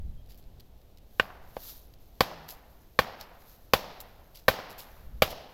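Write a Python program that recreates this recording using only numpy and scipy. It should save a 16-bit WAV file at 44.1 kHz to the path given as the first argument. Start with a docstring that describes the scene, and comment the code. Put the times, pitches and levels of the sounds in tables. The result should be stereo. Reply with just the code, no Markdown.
"""Driving a stake in the woods

A wooden club drives a stake into a woodland floor: a trial blow, a light tap, then five full swings.
Each blow is a bank of damped wood modes, bursts of crackling noise and a low push from the soil.
Single trees echo it, and a second of decaying noise stands for the forest's wash.
Shaped noise makes leaves under boots, snapping twigs, breeze and far hush; sines make a chip's whir
and two far bird whistles."""
import sys
import numpy as np
from scipy import signal
from scipy.fft import rfft, irfft, next_fast_len
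from scipy.io import wavfile
from scipy.ndimage import uniform_filter1d, minimum_filter1d, map_coordinates

SR = 44100
rng = np.random.default_rng(int(sys.argv[2]) if len(sys.argv) > 2 else 0)


def materialize(psi):
    """Save the field psi as 16-bit PCM at rate SR to the path in sys.argv[1].

    A 1-D psi becomes a single channel; in a 2-D psi each row is a channel.
    """
    bounded = np.clip(np.atleast_2d(psi).T, -1, 1)
    quanta = np.round(bounded * 32767).astype(np.int16)
    wavfile.write(sys.argv[1], SR, quanta)


N = 244049
TIME = np.arange(N) / SR


def amp(db):
    """Decibels to gain."""
    return 10 ** (np.asarray(db) / 20)


def unit(x):
    """Scales x to rms 1."""
    return x / np.sqrt(np.mean(x ** 2) + 1e-20)


def along(points, hz):
    """Reads a curve of (Hz, value) points on a log frequency axis."""
    f, v = np.transpose(points)
    return np.interp(np.log(hz + 1), np.log(f + 1), v)


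def wobble(rate, size=N):
    """A smooth random curve with the given number of knots a second."""
    knots = rng.standard_normal(size // 8)
    return map_coordinates(knots, [np.arange(size) * rate / SR], mode="wrap")


def filtered(x, response):
    """Filters x by a response given as a function of frequency."""
    n = x.shape[-1]
    padded = next_fast_len(n + SR // 8)
    spectrum = rfft(x, padded) * response(np.fft.rfftfreq(padded, 1 / SR))
    return irfft(spectrum, padded)[..., :n]


def noise(spectrum, alike=None, size=N):
    """Stereo noise of rms 1: mid and side are balanced to set the left-right likeness by frequency."""
    def colour(hz):
        if alike:
            turn = np.arccos(np.clip(along(alike, hz), -1, 1)) / 2
        else:
            turn = np.full(len(hz), np.pi / 4)  # unrelated sides
        return amp(along(spectrum, hz)) * [np.cos(turn), np.sin(turn)]

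    mid, side = filtered(rng.standard_normal((2, size)), colour)
    return unit(np.array([mid + side, mid - side]))


def grainy(x, spread_db):
    """Breaks a hiss into crackles of about a millisecond."""
    return unit(x * amp(spread_db * wobble(900, size=x.shape[-1])))


def add(track, s, x):
    """Mixes x into the track at time s."""
    at = round(s * SR)
    track[:, at:at + x.shape[1]] += x[:, :N - at]


# colour of the distant woodland hush: freq_hz, density_db (relative, per Hz)
HUSH_COLOUR = [(40, -11.5), (100, -18.5), (300, -27), (680, -26.5), (1100, -37), (2200, -42.5), (3700, -42),
               (5500, -48.5), (9000, -54.5), (13000, -53), (16000, -53.5)]
# how alike the hush is in both ears: freq_hz, likeness (-1 to 1)
HUSH_ALIKE = [(50, 0.89), (130, 0.42), (300, 0.95), (640, .3), (1400, -0.34), (3000, 0.3)]


def distant_hush():
    """Steady far woodland noise whose level drifts slowly."""
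    return amp(-56.5 + 0.85 * wobble(2.3)) * noise(HUSH_COLOUR, HUSH_ALIKE)


# colour of the wind rumble: freq_hz, density_db (relative, per Hz)
BUFFET_COLOUR = [(12, 1), (30, -4.5), (55, -3), (110, -17), (250, -30.5), (550, -73.5)]
# puffs over the steady breeze: peak_s, level_db, half_length_s (fall by a factor e)
GUSTS = [(0.066, -38.5, 0.15), (0.53, -46.5, 0.28), (1.555, -51, 0.22), (5.17, -47, 0.16)]
BREEZE_DB = -56


def breeze():
    """Moving air buffets the microphone in low lumps, stronger in each puff."""
    rumble = noise(BUFFET_COLOUR, [(25, 0.11), (120, 1.0)])  # freq_hz, likeness
    lumps = unit(amp(2.4 * wobble(9)) * rumble)
    wind = amp(BREEZE_DB)
    for s, db, half in GUSTS:
        wind = wind + amp(db) * np.exp(-((TIME - s) / half) ** 2)
    return wind * lumps


# far bird whistles: peak_s, pitch_hz, level_db
WHISTLES = [(.095, 4000, -76), (.195, 3220, -70)]


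def bird():
    """Two faint steady whistles, each a sine that swells and fades."""
    out = np.zeros(N)
    for s, hz, db in WHISTLES:
        swell = np.exp(-((TIME - s) / 0.026) ** 2)
        out += amp(db) * swell * np.sin(2 * np.pi * hz * TIME)
    return out


# colour of dry leaves: freq_hz, density_db (relative, per Hz)
LEAF_COLOUR = [(500, -25), (1200, -10), (2200, -13), (4000, -3), (6500, -5.5), (9000, -18.5), (11500, -2),
               (13800, 1), (16000, -10)]
# boots turning in the leaves: strongest_push_s, level_db
SHUFFLES = [(1.22, -57), (1.68, -42.5), (3.51, -57), (4.92, -58.5)]
SHUFFLE_RISE_S, SHUFFLE_FALL_S = .07, 0.073  # time to swell and to settle by a factor e
STIR_REST_DB, STIR_WORK_DB, WORK_START_S = -73.5, -66.5, 2  # leaves stir more as full swings start


def shuffling():
    """Dry leaves stir faintly all along, and swell and settle each time a boot turns."""
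    stir = amp(np.where(TIME < WORK_START_S, STIR_REST_DB, STIR_WORK_DB))
    turns = np.zeros(N)
    for s, db in SHUFFLES:
        distance = np.maximum((s - TIME) / SHUFFLE_RISE_S, (TIME - s) / SHUFFLE_FALL_S)
        turns += amp(db) * np.exp(-distance)
    rustle = grainy(noise(LEAF_COLOUR), spread_db=2.0)
    return np.hypot(stir, turns) * amp(1.1 * wobble(34)) * rustle


# short scrunches of leaf litter and clothing: start_s, level_db, length_s, crisp_top_db (relative)
SCRUNCHES = [(0.291, -56, 0.057, 1), (0.376, -57, 0.03, 8.5), (.599, -52.5, 0.013, -1),
             (2.484, -40, 0.049, 6.5), (3.2, -46, 0.033, -4), (4.005, -40.5, .018, 14),
             (4.348, -48.5, 0.048, -0.5), (4.697, -48.5, .033, 2.5), (4.782, -42, 0.047, 5.5),
             (5.304, -42.5, 0.026, 2)]
# dry twigs snapping: start_s, level_db
SNAPS = [(.9735, -51), (.984, -53), (1.938, -50), (2.489, -35), (3.211, -33), (4.004, -38), (4.804, -39)]
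# colour of twigs, and of a crisp top shared with the blows: freq_hz, density_db (relative, per Hz)
TWIG_COLOUR = [(500, -17), (1500, -9), (3000, 1.5), (5000, 4.5), (7000, -9.5), (9000, -26.5), (12000, -19)]
SPLINTER_COLOUR = [(3000, -44.5), (6000, -9), (7500, -8), (9000, -19.5), (10500, -7), (12500, 0),
                   (15500, -6), (17000, -5)]
SNAP_T60_S = .016  # time for a snap to die away by 60 dB
TICKS_PER_S, TICK_DB = 2.5, -59.5  # fainter ticks of falling bark, at random


def litter():
    """Crushed leaves crackle in short swells; twigs and bark tick as quickly damped noise."""
    out = np.zeros((2, N))
    t = np.arange(SR // 3) / SR
    for s, db, length, crisp_db in SCRUNCHES:
        u = 3 * t / length  # the swell peaks a third of the way through
        crush = noise(TWIG_COLOUR, size=len(t)) + amp(crisp_db) * noise(SPLINTER_COLOUR, size=len(t))
        add(out, s - .003, amp(db) * u * np.exp(1 - u) * grainy(crush, spread_db=4.5))
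    ticks = [(rng.uniform(0, N / SR), TICK_DB) for _ in range(round(TICKS_PER_S * N / SR))]
    for s, db in SNAPS + ticks:
        tick = noise(TWIG_COLOUR, size=len(t)) + 0.75 * noise(SPLINTER_COLOUR, size=len(t))
        add(out, s, amp(db) * tick * amp(-60 * t / SNAP_T60_S))
    return out


CHIP_START_S, CHIP_LAND_S, CHIP_FADE_S = 2.23, 2.505, .025  # flight of a splinter off the stake
CHIP_HZ, CHIP_SLOWS_PER_S, CHIP_DB = 181, 0.71, -54  # its whir falls as the air brakes it


def chip():
    """A spinning splinter whirs as a sine, slowing until it lands."""
    hz = CHIP_HZ * np.exp(-CHIP_SLOWS_PER_S * np.maximum(TIME - CHIP_START_S, 0))
    flying = np.clip(np.minimum(TIME - CHIP_START_S, CHIP_LAND_S - TIME) / CHIP_FADE_S, 0, 1)
    return amp(CHIP_DB) * flying * np.sin(2 * np.pi * np.cumsum(hz) / SR)


# colour of the forest's answer: freq_hz, density_db (relative, per Hz)
WOODS_COLOUR = [(60, -7.5), (200, 3), (330, -3), (500, 3.5), (760, 6.5), (1100, 1), (1500, -0.5),
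                (2200, -3.5), (3500, -3.5), (5200, -1.5), (6500, -7.5), (9000, -23), (12500, -6.5),
                (16000, -8.5)]
# how alike the answer is in both ears: freq_hz, likeness (-1 to 1)
WOODS_ALIKE = [(130, 1), (300, 0.85), (640, 0.58), (1400, -0.36), (3000, -0.14)]
# how long the answer takes to fall by 60 dB: freq_hz, t60_s
WOODS_T60 = [(100, 0.75), (300, 1.2), (700, 1.37), (1500, 1.485), (4000, 0.95), (7000, 0.55), (13000, 0.49)]


def woods(db, edge_hz, clack_hz, clack_db, bite_hz, bite_db):
    """Countless far trunks merge a blow into an untuned wash; its mids linger longest."""
    hz, t, z = signal.stft(noise(WOODS_COLOUR, WOODS_ALIKE, size=SR), SR, nperseg=256)
    hz = hz[:, None]

    def around(centre, octaves):
        return np.exp(-(np.log2((hz + 1) / centre) / octaves) ** 2)

    # the wash keeps a broad trace of the blow's clack and bite
    clack = amp(0.36 * clack_db * around(clack_hz, 0.93))
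    bite = 1 + amp(bite_db) * around(bite_hz, 0.19)
    colour = clack * bite / np.hypot(1, hz / edge_hz)
    bloom_db = 2.0 * around(780, 1) * np.exp(-((t - .11) / 0.032) ** 2)  # denser trees answer late
    decay = amp(bloom_db - 60 * t / along(WOODS_T60, hz))
    tail = signal.istft(z * colour * decay, SR, nperseg=256)[1][:, :SR]
    scatter = amp(wobble(250, size=SR))
    onset = 1 - np.exp(-np.arange(SR) / SR / 0.0092)
    return amp(db + 1.5) * tail * scatter * onset


# modes of stake and club together: pitch_hz, level_db (relative), t60_s, left_minus_right_db
WOOD_MODES = [(210.2, -21, 0.049, -4.5), (487, -9, 0.02, 0), (516.2, 1, 0.024, 0), (621, -13.5, 0.047, 1.5),
              (784, -5.5, 0.031, -3.5), (1035, -8, 0.025, 6), (1114, -11, .032, -3),
              (1154, -11, 0.023, -6.5), (1521, -7.5, .024, 5.5), (1818, -5.5, 0.015, 8.5),
              (2218, -15, 0.028, 3), (2430, -20, .04, 2), (2890, -16.5, 0.028, -5), (3404, -15.5, .032, -1),
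              (3660, -23, 0.024, -2.5), (4498, -11.5, 0.025, -4), (5220, -23, 0.035, 1)]
# colour of the crack: freq_hz, density_db (relative, per Hz)
CRACK_COLOUR = [(200, -42.5), (330, -27), (470, 6), (1100, 3.5), (2000, -0.5), (3500, 1), (5000, -4.5),
                (6200, -10), (7500, -14.5), (9000, -28), (11000, -39)]
# how alike crack and bite are in both ears: freq_hz, likeness (-1 to 1)
BLOW_ALIKE = [(300, 0.59), (1000, 0.74), (2500, 0.66), (4500, 0.35), (7000, -0.71)]


def blow(ring_db, thump_db, crack_db, top_db, knock_hz, knock_db, clack_hz, clack_db, bite_hz, bite_db):
    """Club meets stake: the landing spot favours certain modes, fibres crack and the soil is pushed."""
    t = np.arange(SR // 6) / SR
    ears = np.array([[.5], [-.5]])

    def fade(t60):
        return amp(-60 * t / t60)

    def near(hz, centre):
        return np.exp(-(np.log2(hz / centre) / 0.54) ** 2)

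    wood = np.zeros((2, len(t)))
    for hz, db, t60, pan_db in WOOD_MODES:
        lift_db = knock_db * near(hz, knock_hz) + clack_db * near(hz, clack_hz) + rng.normal(0, .5)
        # phase in radians: the left tends to lead, more loosely at high pitch
        lead = ears * (0.45 + rng.normal(0, 1.0) * min(hz / 1500, 1.5))
        mode_hz = hz * (1 + rng.normal(0, 0.0067))
        # modes fall roughly into step when the club has sunk deepest, about 2 ms after it touches
        swing = np.sin(2 * np.pi * mode_hz * (t - .0022) + lead)
        wood += amp(ring_db + db + lift_db + ears * pan_db) * fade(t60) * swing
    wood *= 1 - np.exp(-t / 0.00037)
    # noise stands for a cluster of close, heavily damped modes
    cluster = [(bite_hz / 2, -40), (bite_hz * 0.69, -14), (bite_hz, 0), (bite_hz * 1.2, -14),
               (bite_hz * 2, -40)]
    bite = amp(bite_db) * noise(cluster, BLOW_ALIKE, size=len(t)) * fade(0.027)
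    # crushed fibres crack, then splinter on a little longer
    crack_fade = fade(0.0089) + .8 * fade(0.022) + amp(-14.0) * fade(.13)
    crack = amp(crack_db) * noise(CRACK_COLOUR, BLOW_ALIKE, size=len(t)) * crack_fade
    splinter_fade = fade(0.032) + amp(-13.5) * fade(.18)
    splinter = amp(top_db) * noise(SPLINTER_COLOUR, size=len(t)) * splinter_fade

    def push(u):
        return u * (u / 2 - 1) * np.exp(-u)

    # the soil is pushed as the stake sinks and again as it stops
    sinking = 5.0 * push(t / 0.00092)
    stopping = 0.84 * push(np.maximum(t - .017, 0) / 0.0021)
    thump = amp(thump_db) * (sinking + stopping)
    return (1 - np.exp(-t / 0.00031)) * (wood + bite + crack + splinter) + thump


# blows, with the three regions of ring that the landing spot brings out:
# start_s, force_db, knock_hz, knock_lift_db, clack_hz, clack_lift_db, bite_hz, bite_level_db
BLOWS = [(1.1968, -11, 1120, 0, 1650, 17, 2900, -15), (1.5665, -28, 620, 7.5, 2900, -26, 1090, -36),
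         (2.2066, -2, 1150, 2, 1700, 3, 4250, -24), (2.9898, -3.5, 1100, 2, 1780, 10, 4600, -19),
         (3.7351, 0, 1050, 2.5, 1650, -2, 3740, -17.5), (4.482, 0.5, 850, 3, 1850, 9.5, 4450, -33),
         (5.221, 0.5, 700, 0, 1400, -11.5, 3040, -7.5)]
# echoes off single trees: delay_s, level_db
TRUNKS = [(.011, -26.5), (0.0307, -29.5), (0.0564, -31), (.106, -31)]
# how each part's drive grows with force: drive_db at 0 dB force, growth_db per dB of force
RING_LAW = (-4.5, 0.99)
THUMP_LAW = (-12.5, 0.8)
CRACK_LAW = (-10, 1.1)
SPLINTER_LAW = (-19.5, 1.75)
ANSWER_LAW = (-36, 0.73)
# a harder blow gets a brighter answer: treble edge in Hz, and its growth in dB per dB of force
EDGE_SOFT_HZ, EDGE_GAIN_HZ, EDGE_GROWS = 1200, 7800, 2.3


def hammering():
    """All blows, with dull single echoes off the near trunks and the wash from further away."""
    out = np.zeros((2, N))
    laws = (RING_LAW, THUMP_LAW, CRACK_LAW, SPLINTER_LAW, ANSWER_LAW)
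    for s, force_db, knock_hz, knock_db, *upper in BLOWS:  # upper: clack and bite
        *part_dbs, answer_db = (full_db + grows * force_db for full_db, grows in laws)
        hit = blow(*part_dbs, knock_hz, knock_db, *upper)
        add(out, s, hit)
        off_bark = filtered(hit, lambda hz: 1 / (1 + 1j * hz / 1200))
        for delay, db in TRUNKS:
            add(out, s + delay, amp(db) * off_bark)
        edge_hz = EDGE_SOFT_HZ + EDGE_GAIN_HZ * amp(EDGE_GROWS * force_db)
        add(out, s, woods(answer_db, edge_hz, *upper))
    return out


# stereo tilt of the work between the two microphone ports: freq_hz, left_minus_right_db
PORT_TILT = [(100, -1), (400, -0.5), (600, 2), (1700, 0.5), (3000, 2.5), (4500, -5.5), (6000, -1),
             (8500, 16.5), (13000, 14)]


def scene():
    """The work leans by frequency, its highest treble far to the left; bird and air stay as made."""
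    work = hammering() + shuffling() + litter() + chip()

    def tilt(hz):
        left_share = 1 / (1 + amp(-along(PORT_TILT, hz)))
        return 2 * np.array([left_share, 1 - left_share])

    return filtered(work, tilt) + bird() + distant_hush() + breeze()


TOP_HZ = 15950  # band limit


def record(dry):
    """A fast limiter holds the blows below full scale, then a steep low-pass sets the band limit."""
    needed = np.minimum(1, .88 / (np.abs(dry).max(axis=0) + 1e-9))
    gain = uniform_filter1d(minimum_filter1d(needed, size=89), size=67)  # windows in samples
    return filtered(dry * gain, lambda hz: 1 / (1 + (hz / TOP_HZ) ** 120))


dry = scene()
out = record(dry)
materialize(out)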